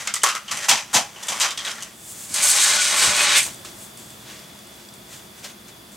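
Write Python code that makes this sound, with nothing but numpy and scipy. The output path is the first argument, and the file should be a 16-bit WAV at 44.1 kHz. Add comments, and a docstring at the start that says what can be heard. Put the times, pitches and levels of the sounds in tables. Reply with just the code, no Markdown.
"""Screw drawers on a worktop

Small tiled room, stereo microphone close by: plastic drawers full of small screws are tugged open and
knocked shut, each jolt a crack of noise, then chattering grains ringing through cavity and wall.
A hand then sweeps loose screws along the worktop into the other palm, as dense clumped contacts in
resonances with short squeaks, and turns them over, as fine grain that swells and fades.
Sharp ticks and dull bumps stand out; coloured noise makes a low machine rumble, hiss and faint whine.
"""
import sys
import numpy as np
from scipy import signal
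from scipy.fft import rfft, irfft, next_fast_len
from scipy.io import wavfile

SR = 44100
rng = np.random.default_rng(int(sys.argv[2]) if len(sys.argv) > 2 else 0)


def file_out(sig):
    """Save sig as 16-bit WAV at sys.argv[1]."""
    # one column per channel
    cols = np.atleast_2d(sig).T
    # limit, then scale
    lim = np.clip(cols, -1, 1)
    pcm = np.round(lim * 32767).astype(np.int16)
    wavfile.write(sys.argv[1], SR, pcm)


N = 262836
T = np.arange(N) / SR
# All source levels are as they stand before the room and the microphone gains.


def amp(db):
    """Amplitude factor of a level in dB."""
    return 10 ** (np.asarray(db) / 20)


def rms_one(x):
    """Scale to rms 1."""
    return x / np.sqrt(np.mean(x ** 2) + 1e-20)


def in_time(rows):
    """Columns over time; the first one is silent outside the table."""
    s, first, *rest = np.transpose(rows)
    level = np.interp(T, s, first, left=-120, right=-120)
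    return [level] + [np.interp(T, s, column) for column in rest]


def filtered(x, order, hz, kind):
    """Butterworth filter."""
    return signal.sosfilt(signal.butter(order, hz, kind, fs=SR, output="sos"), x)


def colour(x, spectrum, peaks=()):
    """Causal (minimum phase) filter of a smooth spectrum with resonances added to it."""
    size = next_fast_len(N + 8192)
    hz = np.maximum(np.arange(size // 2 + 1) * SR / size, 1)
    spectrum_hz, spectrum_db = np.transpose(spectrum)
    gain = amp(np.interp(np.log(hz), np.log(spectrum_hz), spectrum_db))
    gain *= 1 + sum(amp(db) / (1 + (2 * (hz - f) / width) ** 2) for f, width, db in peaks)
    # folding the cepstrum onto positive time gives the minimum phase
    cepstrum = irfft(np.log(gain), size)
    cepstrum[1:size // 2] *= 2
    cepstrum[size // 2 + 1:] = 0
    response = np.exp(rfft(cepstrum))
    return irfft(rfft(x, size) * response, size)[..., :N] / np.sqrt(np.mean(gain ** 2))


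def thirds(x):
    """Low, middle and treble part, each of rms 1; signs alternate so that neighbours add up."""
    low = -rms_one(filtered(x, 2, 1800, "low"))
    middle = rms_one(filtered(x, 2, [1800, 4800], "band"))
    treble = -rms_one(filtered(x, 2, 4800, "high"))
    return low, middle, treble


def grains(per_s, spread_db):
    """Random contacts of uneven size, rms 1; a larger spread makes them more uneven."""
    sizes = amp(spread_db * np.minimum(rng.exponential(1, N), 5)) * rng.choice([-1, 1], N)
    return rms_one(sizes * (rng.random(N) < per_s / SR))


def drift(rate):
    """Slow random wander, rms 1; rate in Hz."""
    r = np.exp(-2 * np.pi * rate / SR)
    wander = signal.lfilter([1], [1, -2 * r, r * r], rng.standard_normal(N + SR))
    return rms_one(wander[SR:])   # the first second settles the filter


def burst(s, rise, t60):
    """First sample and envelope, at most half a second, of a sound that rises fast and dies."""
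    t = np.arange(min(round(.5 * SR), N - round(s * SR))) / SR
    envelope = (1 - np.exp(-t / max(rise, 1e-4))) * amp(-60 * t / max(t60, .003))
    return round(s * SR), envelope


def resonance(x, hz, width):
    """One resonance, its gain about 1 on top; width in Hz."""
    r = np.exp(-np.pi * width / SR)
    poles = [1, -2 * r * np.cos(2 * np.pi * hz / SR), r * r]
    return signal.lfilter([(1 - r * r) / 2, 0, (r * r - 1) / 2], poles, x)


def clinks(per_s, width_hz):
    """Screw on screw: each contact rings briefly at one of many high pitches; rms 1."""
    contacts, dealt = grains(per_s, 0.98), rng.integers(0, 14, N)
    pitches = np.geomspace(4200, 11500, 14)
    return rms_one(sum(resonance(contacts * (dealt == k) + 1e-18, hz, width_hz)
                       for k, hz in enumerate(pitches)))


# rumble and hiss under the whole scene: f/Hz, relative spectral level/dB
GROUND_SPECTRUM = [(20, -25), (50, 0), (70, -5), (200, -1.5), (500, -7.5), (1000, -9.5), (2500, -14),
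                   (6000, -15.5), (11000, -16.5), (15800, -19.5)]
# narrow bands in it: f/Hz, width/Hz, height added to the spectrum, relative to it/dB
WHINE_BANDS = [(125, 20, 0), (206, 20, 4), (353, 20, 3), (651, 30, 1), (3390, 90, 6.5), (3500, 110, 7),
               (4720, 160, -2), (10400, 120, -2)]
# slowly changing level of the background as the microphone hears it: t/s, mid level/dB
GROUND_HEARD = [(0.0, -44), (1.9, -42), (3.5, -38), (4.6, -40), (5.96, -41)]
# spread of the background across the stereo microphone: f/Hz, relative side level/dB
GROUND_SPREAD = [(60, -24), (150, -18.5), (380, -4.5), (950, 2), (2380, -1.5), (5980, -6), (15000, -26)]


def ground():
    """Rumble, hiss and whine as coloured noise, slightly uneven; the level heard rises and falls."""
    noise = rms_one(colour(rng.standard_normal((2, N)), GROUND_SPECTRUM, WHINE_BANDS))
    mid, side = amp(in_time(GROUND_HEARD)[0] + 0.087 * drift(0.55)) * noise
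    return mid, amp(-13.5) * colour(side, GROUND_SPREAD)


# drawer jolts: t/s, nominal peak level/dB, rise/s, rattle t60/s, cavity f/Hz, cavity share/dB,
# wall f/Hz, treble share/dB
DRAWER_JOLTS = [(0.0711, -16, 0.00055, 0.18, 1420, -8, 2100, -30),
                (0.1389, -16.5, 0.0009, 0.051, 1160, -3, 3150, 11.5),
                (0.155, -24.5, 0.0031, 0.26, 1180, -7, 1970, 3.5),
                (0.215, -35, 0.0025, .25, 660, -26, 3000, -9),
                (0.2341, -11, 0.0014, .11, 1090, 9.5, 1990, 9.5),
                (0.261, -11, .003, 0.16, 1240, -2, 2110, -2.5),
                (0.2859, -23.5, .003, 0.34, 1290, -1.5, 2760, 1),
                (0.349, -25.5, 0.0014, 0.16, 1300, 4, 2000, 4),
                (0.4793, -25, 0.0012, 0.15, 1170, -16, 2960, -25),
                (0.511, -15.5, .0019, 0.12, 1200, -5, 1930, 1),
                (0.5696, -28, .003, 0.18, 1220, -20, 2060, -10),
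                (0.624, -22, 0.0021, 0.1, 1170, -20, 1980, -22),
                (0.684, -10, 0.0043, 0.097, 950, 3.8, 2010, 10),
                (0.689, -7.5, 0.0017, 0.28, 1440, -21, 2760, -1),
                (0.7114, -11.5, 0.00093, 0.22, 810, -2, 3300, -19),
                (0.771, -20, .0059, 0.14, 930, -4, 2540, -7),
                (0.93, -26.5, 0.0045, 0.12, 1130, 10.5, 3820, 18),
                (0.9396, -5, 0.0072, 0.2, 780, -4, 2970, 4), (0.96, -15, .0014, 0.16, 713, -1.5, 2540, -17),
                (1.1595, -42.5, 0.0021, 0.16, 970, 7.5, 2950, -26),
                (1.2273, -31, 0.0029, 0.061, 958, 1, 3470, 15.5),
                (1.283, -19.5, 0.00071, 0.17, 750, -3.5, 3520, 4.5),
                (1.319, -24, 0.0034, 0.097, 1060, 5, 3300, 4),
                (1.4002, -4, 0.012, .19, 1130, -11.5, 3800, -2),
                (1.4314, -25, .0037, 0.33, 1140, 1, 3180, -28),
                (1.507, -22.5, .0014, 0.096, 1090, -14, 3750, -3),
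                (1.5745, -18, 0.0016, 0.2, 1250, -22, 3360, -27),
                (1.5914, -35, 0.0041, 0.093, 1140, 1, 3400, -20),
                (1.648, -22.5, 0.0018, 0.19, 1230, -17, 3800, -11),
                (1.6621, -30.5, 0.0038, 0.17, 1400, 5, 3350, -20),
                (1.7067, -25, 0.0032, 0.07, 1420, -17, 3280, 0),
                (1.7809, -32, 0.0038, 0.062, 1270, 3, 1700, -3),
                (1.8063, -34, .003, .06, 1310, -5, 3240, 0),
                (1.822, -28, 0.0028, 0.086, 1080, -8, 2980, 10)]
# drawers sliding in the frame: t/s, middle-band level/dB before its drift
DRAWER_SLIDE = [(0.0, -34), (0.172, -54), (0.32, -81), (0.542, -37.5), (0.65, -34.5), (0.87, -56),
                (0.92, -47), (1.12, -51.5), (1.286, -42), (1.45, -32), (1.558, -51), (1.688, -37.5),
                (1.834, -48.5), (1.95, -54)]
# smooth colour of the drawer sounds: f/Hz, relative spectral level/dB
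DRAWER_SPECTRUM = [(120, -120), (300, -22.5), (500, -10.5), (800, -7), (1500, -4.5), (4000, -3), (7500, 5),
                   (10000, -2), (13000, -10), (15800, -24)]
# drawer wall resonances: f/Hz, width/Hz, height added to the colour, relative to it/dB
DRAWER_WALLS = [(1800, 42, -14), (2600, 67, -49), (3150, 190, -4.5), (4970, 150, -6.5), (6060, 840, -2.5)]
CREST_DB, CRACK_DB = 6, 3   # allowance for a noisy burst's peak over its rms; crack share
WALL_DB, WALL_FADES = -19, 0.81   # wall ring at a 0 dB jolt; dB gained per dB the jolt is lighter
SLIDE_CAVITY_DB, SLIDE_TREBLE_DB = 3.5, 3   # low and treble shares against the middle
SLIDE_WALL_HZ, SLIDE_WALL_DB = 1900, -14.5   # the wall that sings while a drawer slides


def drawers():
    """Jolts crack, then screws chatter; cavity and wall ring at each jolt's own pitches."""
    low, middle, treble = thirds(colour(grains(3500, 1.03), DRAWER_SPECTRUM, DRAWER_WALLS))
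    treble = rms_one(treble + amp(-17.5) * clinks(360, 150))
    snap = filtered(colour(rng.standard_normal(N), DRAWER_SPECTRUM), 2, 1500, "high")
    sings = amp(SLIDE_WALL_DB) * rms_one(resonance(middle, SLIDE_WALL_HZ, 250))
    sliding = middle + sings + amp(SLIDE_CAVITY_DB) * low + amp(SLIDE_TREBLE_DB) * treble
    out = amp(in_time(DRAWER_SLIDE)[0] + 1.07 * drift(20)) * sliding
    for s, db, rise, t60, cavity_hz, cavity_db, wall_hz, treble_db in DRAWER_JOLTS:
        at, rattle = burst(s, rise, t60)
        part = slice(at, at + len(rattle))
        # plastic on plastic
        crack = amp(CRACK_DB) * burst(s, 0.00013, 0.0048)[1] * rms_one(snap[part])
        lasting = burst(s, rise, 1.24 * t60)[1]   # the air in the cavity rings on a little
        air = rms_one(resonance(low[part], cavity_hz, 150))
        cavity = .7 * low[part] * rattle + air * lasting
        wall = amp(WALL_DB - WALL_FADES * db) * rms_one(resonance(middle[part], wall_hz, 120))
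        chatter = rattle * (middle[part] + wall)
        chatter += amp(treble_db) * rattle ** 1.17 * treble[part]   # treble dies sooner
        out[part] += amp(db - CREST_DB) * (chatter + amp(cavity_db) * cavity + crack)
    return out


# single sharp ticks of a screw or a plastic edge: t/s, peak level/dB, ring f/Hz, duller knock share/dB
SHARP_TICKS = [(0.074, -4, 6560, -16), (0.1394, -7, 8600, -11), (0.1558, -7, 7780, -17),
               (0.219, -26, 3120, -12), (0.234, 2.5, 8700, -21), (0.2885, -7, 2700, -9),
               (0.351, -11, 5500, 6), (0.4825, -35, 2940, -9), (0.5729, -12, 5990, -15),
               (0.692, -12, 3030, -9), (0.713, 3, 3300, -11), (1.1636, -36, 3960, -7),
               (1.271, -19, 8550, -14), (1.285, -8.5, 3500, -14), (1.507, -11.5, 3880, -17),
               (1.5772, -12.5, 5400, -17), (1.5925, -14.5, 1900, -20), (1.651, -13, 4000, -11),
               (1.661, -14, 1950, -13), (1.715, -17, 5300, -15), (1.8063, -24, 4100, -17),
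               (1.8235, -18, 6450, -21), (1.833, -14, 5900, -26), (2.299, -27, 3760, -11),
               (2.3415, -4, 9000, -21), (2.503, 2, 10700, -13), (3.4224, -24, 8040, -16),
               (3.43, -8.5, 10500, -18), (3.4644, -15.5, 8440, -16), (3.478, -14.5, 1000, -13),
               (3.545, -22, 9500, -17), (3.6484, -21, 1230, -8), (3.9735, -25, 9300, -7),
               (4.1044, -29, 7480, -27), (4.392, -27, 5100, -18), (4.55, -38, 4800, -23),
               (4.59, -32, 4840, -21), (4.62, -40, 4820, -17), (4.645, -39, 4750, -18),
               (4.671, -29, 8100, -12), (4.7395, -33, 6500, -13), (4.81, -40, 4600, -21),
               (4.85, -31, 4550, -21), (4.8876, -29, 4850, -17), (4.9387, -31, 10000, -19),
               (5.4435, -25, 7100, 2), (5.454, -35, 500, -12), (5.4894, -32, 6210, -8),
               (5.684, -27, 6070, -17)]


def ticks():
    """A hard contact: a few milliseconds of noise and ring over a duller knock, scaled to its peak."""
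    noise, out = rms_one(colour(rng.standard_normal(N), SWEEP_SPECTRUM)), np.zeros(N)
    knock = rms_one(resonance(noise, 2800, 1500))
    for s, db, hz, knock_db in SHARP_TICKS:
        at, shape = burst(s, rise=.0002, t60=.012)
        part = slice(at, at + len(shape))
        tone = np.sin(2 * np.pi * hz * T[:len(shape)])
        rough = rms_one(resonance(noise[part], hz, 0.15 * hz))
        ring = 0.8 * noise[part] + tone + 0.4 * rough
        tick = shape * (ring + amp(knock_db) * knock[part])
        out[part] += amp(db) * tick / np.max(np.abs(tick))
    return out


# palm or drawer bumping the worktop: t/s, relative level/dB, f/Hz, t60/s
WORKTOP_BUMPS = [(0.519, -37, 124, 0.19), (0.703, -31, 231, 0.16), (0.942, -23.5, 167.7, 0.18),
                 (1.29, -46.5, 210, 0.55), (2.3, -36.5, 90, 0.18), (3.069, -23.5, 76, 0.11)]


def bumps():
    """A soft push rings the worktop's low bending mode inside a broad dull thud."""
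    thud = rms_one(filtered(rng.standard_normal(N), 3, [110, 290], "band"))
    out = np.zeros(N)
    for s, db, hz, t60 in WORKTOP_BUMPS:
        at, shape = burst(s, 0.014, t60)
        part = slice(at, at + len(shape))
        mode = np.sin(2 * np.pi * hz * T[:len(shape)])
        out[part] += amp(db) * shape * (1.2 * mode + 1.9 * thud[part])
    return out


# skin and screws shifting in the hands: t/s of the crest, treble level/dB, swell/s, fade/s,
# lower share/dB
HAND_RUBS = [(2.124, -34.5, 0.15, 0.017, -19), (2.21, -32.5, 0.15, 0.41, -12.5),
             (3.462, -28, 0.018, 0.068, -4.5), (3.52, -48, 0.023, 0.48, -10),
             (3.652, -40, 0.0049, 0.077, 1.5), (3.83, -36.5, 0.083, 0.071, -17),
             (3.975, -42, .005, 0.25, -11), (4.12, -55, 0.046, 0.09, -8), (4.3, -44, 0.061, 0.19, 3.3),
             (4.8, -50, .45, 0.17, -2.5), (4.94, -48, .011, 0.055, -20), (5.135, -38.5, 0.066, 0.12, -4),
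             (5.39, -43, 0.034, 0.032, -4), (5.446, -33.5, 0.017, 0.042, 1), (5.5, -47.5, 0.025, 0.057, 2),
             (5.69, -44.5, 0.027, 0.04, .4), (5.92, -44, 0.011, 0.12, -12)]
# smooth colour of the rubbing: f/Hz, relative spectral level/dB
HAND_SPECTRUM = [(300, -9.5), (800, -9.5), (2500, -6), (5000, 0), (7500, 4.5), (10000, 3.5), (13000, 3),
                 (15800, 7)]
RUB_SPAN_DB = 15   # gained over the swell, lost over the fade
BRIGHT_HZ, BRIGHT_HZ_PER_DB = 6400, 83   # the thinner a rub, the higher its bright band


def hands():
    """Soft rubbing: fine, nearly smooth grain that swells and fades, each rub with its bright band."""
    low, middle, treble = thirds(colour(grains(9000, 0.58), HAND_SPECTRUM))
    out = 0
    for s, db, swell, fade, lower_db in HAND_RUBS:
        shape_db = db - RUB_SPAN_DB * np.maximum((s - T) / swell, (T - s) / fade)
        band = rms_one(resonance(treble, BRIGHT_HZ - BRIGHT_HZ_PER_DB * lower_db, 3200))
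        bright = rms_one(treble + 11.0 * band)
        out = out + amp(shape_db) * (bright + amp(lower_db) * (middle + 0.88 * low))
    return out


# rings that come and go under the dragged screws: f/Hz
STRAND_PITCHES = [1724, 2084, 2284, 2930, 3300, 3750, 4390]
STRAND_WIDTH_HZ, STRAND_DB, STRAND_SWING_DB = 50, -10, 4.5   # the swing is rms


def strands(x):
    """Narrow rings, each swelling and fading on its own as screws roll over; rms 1."""
    return rms_one(sum(amp(STRAND_SWING_DB * drift(9.7)) * rms_one(resonance(x, hz, STRAND_WIDTH_HZ))
                       for hz in STRAND_PITCHES))


# screws dragged on the worktop: t/s, middle-band level/dB, screw treble share/dB, both before drift
SCREW_SWEEP = [(2.29, -47, 5), (2.324, -40, 10), (2.339, -33, 5), (2.343, -29.5, 14.5), (2.36, -23.5, 3),
               (2.41, -23, -0.5), (2.438, -20.5, 8.5), (2.53, -19, 2.2), (2.65, -16, -2), (2.886, -19, -5),
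               (2.922, -20, -5.5), (3.048, -15, 1), (3.142, -20, -6), (3.212, -17.5, -1.5), (3.28, -18, -8),
               (3.374, -17, -1), (3.46, -43, 18)]
# smooth colour of the dragged screws, also of the ticks: f/Hz, relative spectral level/dB
SWEEP_SPECTRUM = [(120, -29), (420, -15), (600, -11), (1300, -6), (2500, -8), (5000, 0), (8300, 11.5),
                  (11000, 0.5), (15800, -15.5)]
# worktop and screw resonances: f/Hz, width/Hz, height added to the colour, relative to it/dB
WORKTOP_RINGS = [(601, 26, 4.5), (825, 24, -0.5), (1090, 190, -3.5), (1498, 27, 5), (2180, 67, -24),
                 (2443, 24, 4), (6370, 85, 3.5), (8100, 450, -26)]
# the hand closes over the heap and its hollow sounds more: t/s, share/dB
HAND_HOLLOW = [(2.3, -12), (2.7, -21), (3.14, -12), (3.21, -5), (3.3, -6), (3.4, 7.5)]
HOLLOW_HZ = 2260
WORKTOP_DB = -6.5   # share of the worktop's low ring, before its drift


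def sweep():
    """Dozens of screws roll and scrape: dense uneven contacts into worktop and screw resonances."""
    low, middle, treble = thirds(colour(grains(7000, 2.4), SWEEP_SPECTRUM, WORKTOP_RINGS))
    treble = rms_one(treble + amp(-8) * clinks(640, 230))
    level_db, treble_db = in_time(SCREW_SWEEP)
    hollow_share = amp(np.interp(T, *np.transpose(HAND_HOLLOW)))
    hollow = hollow_share * rms_one(resonance(middle, HOLLOW_HZ, 990))
    rolling = amp(STRAND_DB) * strands(middle + low)
    worktop = amp(WORKTOP_DB + 2.6 * drift(7.0)) * low
    screws = amp(treble_db + 2.0 * drift(18)) * treble
    return amp(level_db + 0.18 * drift(33)) * (middle + hollow + rolling + worktop + screws)


# a screw catches and sings for a moment: t/s of the crest, length/s between 1/e points, f/Hz, level/dB
SCREW_SQUEAKS = [(2.617, .05, 3290, -20), (2.717, 0.16, 1464, -25.5), (2.832, 0.088, 1460, -25),
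                 (3.105, 0.17, 1450, -28.5), (3.22, 0.061, 2510, -16), (3.368, .05, 3510, -21)]


def squeaks():
    """A narrow, slightly rough ring under a smooth swell."""
    noise = rng.standard_normal(N)
    out = np.zeros(N)
    for s, length, hz, db in SCREW_SQUEAKS:
        swell = np.exp(-(2 * (T - s) / length) ** 2)
        ring = rms_one(resonance(resonance(noise, hz, 40), hz, 40))
        out += amp(db) * swell * ring
    return out


# spread of the room's tail across the stereo microphone: f/Hz, relative side level/dB
ROOM_SPREAD = [(60, -43), (130, -64), (290, -32), (640, -14), (1410, -10), (3100, -10.5), (6820, -8),
               (15000, -26)]
ROOM_T60_S, ROOM_DB = 0.12, -12


def room(x):
    """Two unrelated diffuse tails: one adds to the middle, the other is the width."""
    t = np.arange(round(.6 * SR)) / SR
    tails = rng.standard_normal((2, len(t))) * amp(-60 * t / ROOM_T60_S) * (t > .003)
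    tails /= np.sqrt(np.sum(tails ** 2, axis=1, keepdims=True))
    wet, wide = signal.fftconvolve(x[None], tails, axes=1)[:, :N]
    return x + amp(ROOM_DB) * wet, amp(-21.5) * colour(wide, ROOM_SPREAD)


def scene():
    """All sources in the room over the background; the left channel takes slightly more of the middle."""
    sources = drawers() + ticks() + bumps() + hands() + sweep() + squeaks()
    mid, side = np.array(room(sources)) + np.array(ground())
    return np.array([amp(-4.0) * mid + side, amp(-4.5) * mid - side])


def record(dry):
    """The microphone drops the deep bass, peaks are rounded, the top is cut."""
    thin = filtered(dry, 3, 60, "high")
    rounded = .8 * np.tanh(thin / .8)
    return signal.sosfilt(signal.ellip(12, .3, 75, 15850, fs=SR, output="sos"), rounded)


dry = scene()
out = record(dry)
file_out(out)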